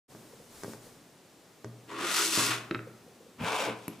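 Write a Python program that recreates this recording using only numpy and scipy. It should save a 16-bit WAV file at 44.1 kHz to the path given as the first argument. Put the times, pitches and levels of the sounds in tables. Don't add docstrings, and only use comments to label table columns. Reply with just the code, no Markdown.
import sys
import numpy as np
from scipy import signal
from scipy.fft import rfft, irfft
from scipy.io import wavfile

SR = 44100
rng = np.random.default_rng(int(sys.argv[2]) if len(sys.argv) > 2 else 0)


def wrap_up_sound(samples):
    columns = np.atleast_2d(samples).T
    tamed = np.clip(columns, -1, 1)
    steps = np.round(tamed * 32767).astype(np.int16)
    wavfile.write(sys.argv[1], SR, steps)


N = 176400
T = np.arange(N) / SR
FREQS = np.arange(N // 2 + 1) * SR / N
TOP_HZ = 15400

# top speed t/s, rise/s, fall/s, scrape/dB, treble/dB, rumble/dB
HAIRBRUSH_PULLS = [(1.93,0.057,0.12,-48,-57.5,-47),(2.03,0.068,0.34,-39.5,-49.5,-44.5),(2.212,0.17,0.035,-34.5,-29.5,-55),(2.255,0.071,0.071,-57,-29.5,-48),(2.344,0.053,0.045,-40,-29,-59),(2.405,0.082,0.15,-34.5,-28.5,-42),(2.513,0.027,0.044,-32,-56,-62)]
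# f/Hz, level/dB
HAIRBRUSH_EQ = [(200,-20),(450,-29),(750,-7),(1000,-0.5),(2200,-4),(7800,-10.5),(10500,-14.5),(15500,-27)]
# f/Hz, width/Hz, boost/dB
HAIRBRUSH_BODY = [(1412,68,7.5),(1910,120,3.5),(2680,410,4),(3480,160,4),(7700,120,4)]
def hairbrush_pull():
    return slide(HAIRBRUSH_PULLS, HAIRBRUSH_EQ, HAIRBRUSH_BODY, start_s=1.87, rumble_cut_hz=380)


# t/s, f/Hz, level/dB
RASP = [(1.9,1051,-49),(2.12,1309,-40.5),(2.22,1411,-36.5),(2.29,1248,-59),(2.39,1055,-34),(2.52,1320,-54),(2.62,1050,-57)]
# t/s, f/Hz, level/dB
DRONE = [(1.92,321.7,-53.5),(2.04,327.3,-39),(2.12,369.6,-54),(2.255,368.7,-41),(2.295,278.6,-48),(2.495,286.5,-42),(2.56,290,-62)]
def hairbrush_notes():
    return resonance(RASP, width_hz=350) + resonance(DRONE, width_hz=103)


# t/s, thud/dB, boom/dB, clack/dB, brightness/Hz, hollow ring/dB
HAIRBRUSH_KNOCKS = [(2.375,-21.5,-37.5,-26,1405,-44),(2.49,-36,-38.5,-45,2000,-56),
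                    (2.7106,-25,-61,-20,5160,-28.5),(2.7468,-31.5,-44,-19,3600,-36.5),(2.755,-37,-40,-22.5,1600,-39),(2.792,-37,-44.5,-28,2090,-54)]
# f/Hz, level/dB, t60/s
HAIRBRUSH_RING = [(1320,-1,0.017),(2734,5,0.0054),(3750,5,0.0033)]
HOLLOW_RING = [(340,0,0.077)]
# f/Hz, level/dB
HAIRBRUSH_CRACK = [(600,-17),(1300,6),(4600,-3.5),(8500,-32)]
def hairbrush_knocks():
    hits = knocks(HAIRBRUSH_KNOCKS, HAIRBRUSH_RING, HAIRBRUSH_CRACK, crack_db=-7)
    hollow = convolve(blows(HAIRBRUSH_KNOCKS, column=5), ring(HOLLOW_RING))
    return hits + in_room(hollow)


# top speed t/s, rise/s, fall/s, scrape/dB, treble/dB, rumble/dB
FLAT_PUSHES = [(3.50,0.083,0.051,-32.5,-42,-45),(3.60,0.12,0.094,-34,-40,-43.5),(3.68,0.02,0.057,-39.5,-55,-40),(3.80,0.16,0.37,-60.5,-61.5,-60)]
# f/Hz, level/dB
FLAT_EQ = [(200,-18),(430,-1),(1100,-2),(1550,-5),(1950,-12),(2300,-5),(3500,-11.5),(4400,-17.5),(8500,-23),(15500,-37.5)]
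# f/Hz, width/Hz, boost/dB
FLAT_BODY = [(731,14,6),(1010,22,8.3),(2300,41,4.5)]
def flat_brush_push():
    return slide(FLAT_PUSHES, FLAT_EQ, FLAT_BODY, start_s=3.375, rumble_cut_hz=175)


# t/s, f/Hz, level/dB
RUB = [(3.45,900,-56),(3.6,700,-37.5),(3.69,520.2,-41),(3.78,488,-66)]
def flat_brush_rub():
    return resonance(RUB, width_hz=470)


# t/s, thud/dB, boom/dB, clack/dB, brightness/Hz
FLAT_KNOCKS = [(3.8802,-32.5,-55,-28.5,13960)]
# f/Hz, level/dB, t60/s
FLAT_RING = [(278,-3.5,0.066),(960,-2,0.02),(2300,5,.01)]
# f/Hz, level/dB
FLAT_CRACK = [(700,2),(9000,-9),(11600,8),(13500,-8)]
def flat_brush_click():
    return knocks(FLAT_KNOCKS, FLAT_RING, FLAT_CRACK, crack_db=-1)


# f/Hz, level/dB, t60/s
TABLE_MODES = [(119.6,-8.5,0.68),(180.3,-2,0.083),(221.7,-2.5,0.16),(278.3,-6,0.13),(324.3,-1,0.14),(411,-1,0.096),(538.4,-6,0.064),(615.5,-9,0.075)]
def knocks(hits, modes, crack_eq, crack_db):
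    rise_s, crack_s = 0.00099, 0.0021
    attack = 1 - np.exp(-T / rise_s)
    thud = unit_peak(ring(TABLE_MODES[1:], polarity=0.99) * attack)
    boom = unit_peak(ring(TABLE_MODES[:1]) * attack)
    clack = unit_peak(ring(modes, polarity=0.55))
    crack = noise(crack_eq) * np.exp(-T / crack_s) * undb(crack_db)
    contacts = 0
    for hit in hits:
        softness = signal.butter(2, min(hit[4], TOP_HZ), fs=SR)
        contacts += signal.lfilter(*softness, blows([hit], column=3) + 1e-18)
    direct = convolve(blows(hits, column=1), thud) + convolve(contacts, clack + crack)
    low_cut = signal.butter(4, 95, "high", fs=SR, output="sos")
    return signal.sosfilt(low_cut, in_room(direct) + convolve(blows(hits, column=2), boom))


# f/Hz, left minus right/dB
SLIDE_PAN = [(400,1.5),(2000,1),(4400,3),(8000,0.7)]
def slide(moves, colour, body, start_s, rumble_cut_hz):
    contacts_per_s, judder_db, judder_hz = 20000, 1.7, 130
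    crossover_hz, grip_release_s, left_lead_s = 3600, 0.025, 14e-6
    contacts = spread(rng.standard_normal((2, N)) * (rng.random((2, N)) < contacts_per_s / SR))
    judder = unit_rms(filtered(rng.standard_normal(N), lowpass(judder_hz)))
    contacts *= undb(judder_db * judder)
    body_db = sum(db / (1 + (2 * (FREQS - hz) / width) ** 2) for hz, width, db in body)
    back = eq(colour) * undb(body_db) * (1 - lowpass(150))
    lows = lowpass(crossover_hz, order=4)
    scrape = unit_rms(filtered(contacts, back * lows)) * surges(moves, column=3)
    treble = unit_rms(filtered(contacts, back * (1 - lows))) * surges(moves, column=4, speed_power=1.72)
    table = convolve(contacts, ring(TABLE_MODES))
    rumble = unit_rms(filtered(table, 1 - lowpass(rumble_cut_hz))) * surges(moves, column=5)
    moving = np.clip((T - start_s) / grip_release_s, 0, 1)
    sides = np.array([[.5], [-.5]])
    pan = eq(SLIDE_PAN) ** sides * np.exp(2j * np.pi * FREQS * left_lead_s * sides)
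    return in_room(filtered((scrape + treble + rumble) * moving, pan))


def surges(moves, column, speed_power=1):
    roundness = 1.98
    energy = 0
    for move in moves:
        peak_s, rise_s, fall_s = move[:3]
        away = np.abs(T - peak_s) / np.where(T < peak_s, rise_s, fall_s)
        speed = np.exp(-away ** roundness)
        energy += (undb(move[column]) * speed ** speed_power) ** 2
    return np.sqrt(energy)


def resonance(glide, width_hz):
    times, hz, _ = np.array(glide, float).T
    a, b = filtered(rng.standard_normal((2, N)), lowpass(width_hz / 2, order=4))
    phase = 2 * np.pi * np.cumsum(np.interp(T, times, hz)) / SR
    band = unit_rms(a * np.cos(phase) + b * np.sin(phase))
    return in_room(band * fader(glide, column=2))


# t/s, thud/dB, boom/dB, clack/dB, brightness/Hz
TAPS = [(0.149,-40.5,-55.5,-44,2000),(0.6344,-34,-51,-31.5,10000),(0.645,-31,-53,-32.5,1800),(0.68,-35,-57,-50,900),(.7345,-40.5,-51,-37.5,7000),(1.645,-32,-39.5,-34.5,6000)]
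# f/Hz, level/dB, t60/s
TAP_RING = [(394,-4,0.045),(786,-1.5,.016),(1455,4.5,0.0079)]
# f/Hz, level/dB
TAP_CRACK = [(1900,4.5),(2700,-22),(5300,-0.5),(15000,-16)]
def taps():
    return knocks(TAPS, TAP_RING, TAP_CRACK, crack_db=-0.5)


def palm():
    at_s, width_s, level_db = 3.435, .024, -36.5
    bump = noise([(30, -28), (65, 13), (120, 16), (240, 20.5), (450, -22)])
    return bump * bell(at_s, width_s) * undb(level_db)


# t/s, level/dB
BLIPS = [(.337,-45),(.402,-47),(0.682,-38.5),(.87,-45.5),(2.875,-39),(3.083,-48),(3.21,-49.5),(3.269,-45.5)]
def blips(hz=485, width_s=0.0027):
    return in_room(sum(undb(db) * bell(t, width_s) * np.sin(2 * np.pi * hz * (T - t)) for t, db in BLIPS))


# t/s, level/dB
SLEEVE_FADER = [(.08,-58.5),(.48,-60.5),(.55,-53),(.72,-50),(.79,-59.5),(.86,-55),(1.3,-87)]
# f/Hz, level/dB
SLEEVE_EQ = [(800,3.5),(2800,-5.5),(5000,-2.5),(9000,-3),(15000,-10)]
def sleeve():
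    return noise(SLEEVE_EQ) * fader(SLEEVE_FADER)


# f/Hz, level/dB
AIR_EQ = [(25,-46),(104,-9.5),(280,-9.5),(631,-17),(7700,-24.5),(15500,-34.5)]
SWELL_EQ = [(60,-22.5),(150,0),(380,-1),(700,-7.5),(3000,-31)]
# t/s, level/dB
SWELL_FADER = [(.08,-54),(.5,-59.5),(.85,-58),(1.2,-61.5),(2.6,-53.5),(3.35,-60.5),(4.0,-68)]
def room_tone():
    return noise(AIR_EQ) * undb(-60) + noise(SWELL_EQ) * fader(SWELL_FADER)


def in_room(direct):
    low_t60_s, treble_t60_s, predelay_s, wet_db = 0.61, 0.24, 0.0026, -8.5
    echoes = spread(rng.standard_normal((2, N)))
    lows = filtered(echoes, lowpass(2500))
    tail = (lows * decay(low_t60_s) + (echoes - lows) * decay(treble_t60_s)) * (T > predelay_s)
    return direct + convolve(direct, tail / np.sqrt(np.sum(tail ** 2) / 2)) * undb(wet_db)


# f/Hz, side minus mid/dB
WIDTH = [(150,-18),(400,-14),(1300,-10),(4400,-8),(8000,-7),(15000,-2)]
def spread(pair):
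    side = filtered(pair[1], eq(WIDTH))
    return np.array([pair[0] + side, pair[0] - side])


def ring(modes, polarity=-1):
    return sum(polarity ** k * undb(db) * decay(t60) * np.sin(2 * np.pi * hz * T)
               for k, (hz, db, t60) in enumerate(modes))


def blows(hits, column):
    out = np.zeros(N)
    for hit in hits:
        out[int(hit[0] * SR)] += undb(hit[column])
    return out


def noise(colour):
    return unit_rms(filtered(spread(rng.standard_normal((2, N))), eq(colour)))


def eq(points):
    hz, db = np.array(points, float).T
    return undb(np.interp(np.log(FREQS + 1), np.log(hz), db))


def fader(rows, column=1):
    rows = np.array(rows, float)
    return undb(np.interp(T, rows[:, 0], rows[:, column], left=-120, right=-120))


def lowpass(hz, order=2):
    return 1 / (1 + (FREQS / hz) ** order)


def filtered(x, gain):
    return irfft(rfft(x) * gain, N)


def convolve(x, response):
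    return signal.fftconvolve(np.atleast_2d(x), np.atleast_2d(response), axes=1)[:, :N]


def decay(t60):
    return np.exp(-np.log(1000) * T / t60)


def bell(at_s, width_s):
    return np.exp(-.5 * ((T - at_s) / width_s) ** 2)


def undb(db):
    return 10 ** (np.asarray(db) / 20)


def unit_rms(x):
    return x / np.sqrt(np.mean(x ** 2))


def unit_peak(x):
    return x / np.abs(x).max()


def scene():
    slides = hairbrush_pull() + flat_brush_push()
    notes = hairbrush_notes() + flat_brush_rub()
    hits = taps() + flat_brush_click() + hairbrush_knocks() + palm()
    background = blips() + room_tone() + sleeve()
    lean_left = undb([[.4], [-.4]])
    return slides + (notes + hits + background) * lean_left


def record(dry):
    start_s, fade_s = 0.08, 0.029
    fade_in = np.clip((T - start_s) / fade_s, 0, 1)
    return signal.sosfilt(signal.ellip(10, .2, 80, TOP_HZ, fs=SR, output="sos"), dry * fade_in)


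dry = scene()
out = record(dry)
wrap_up_sound(out)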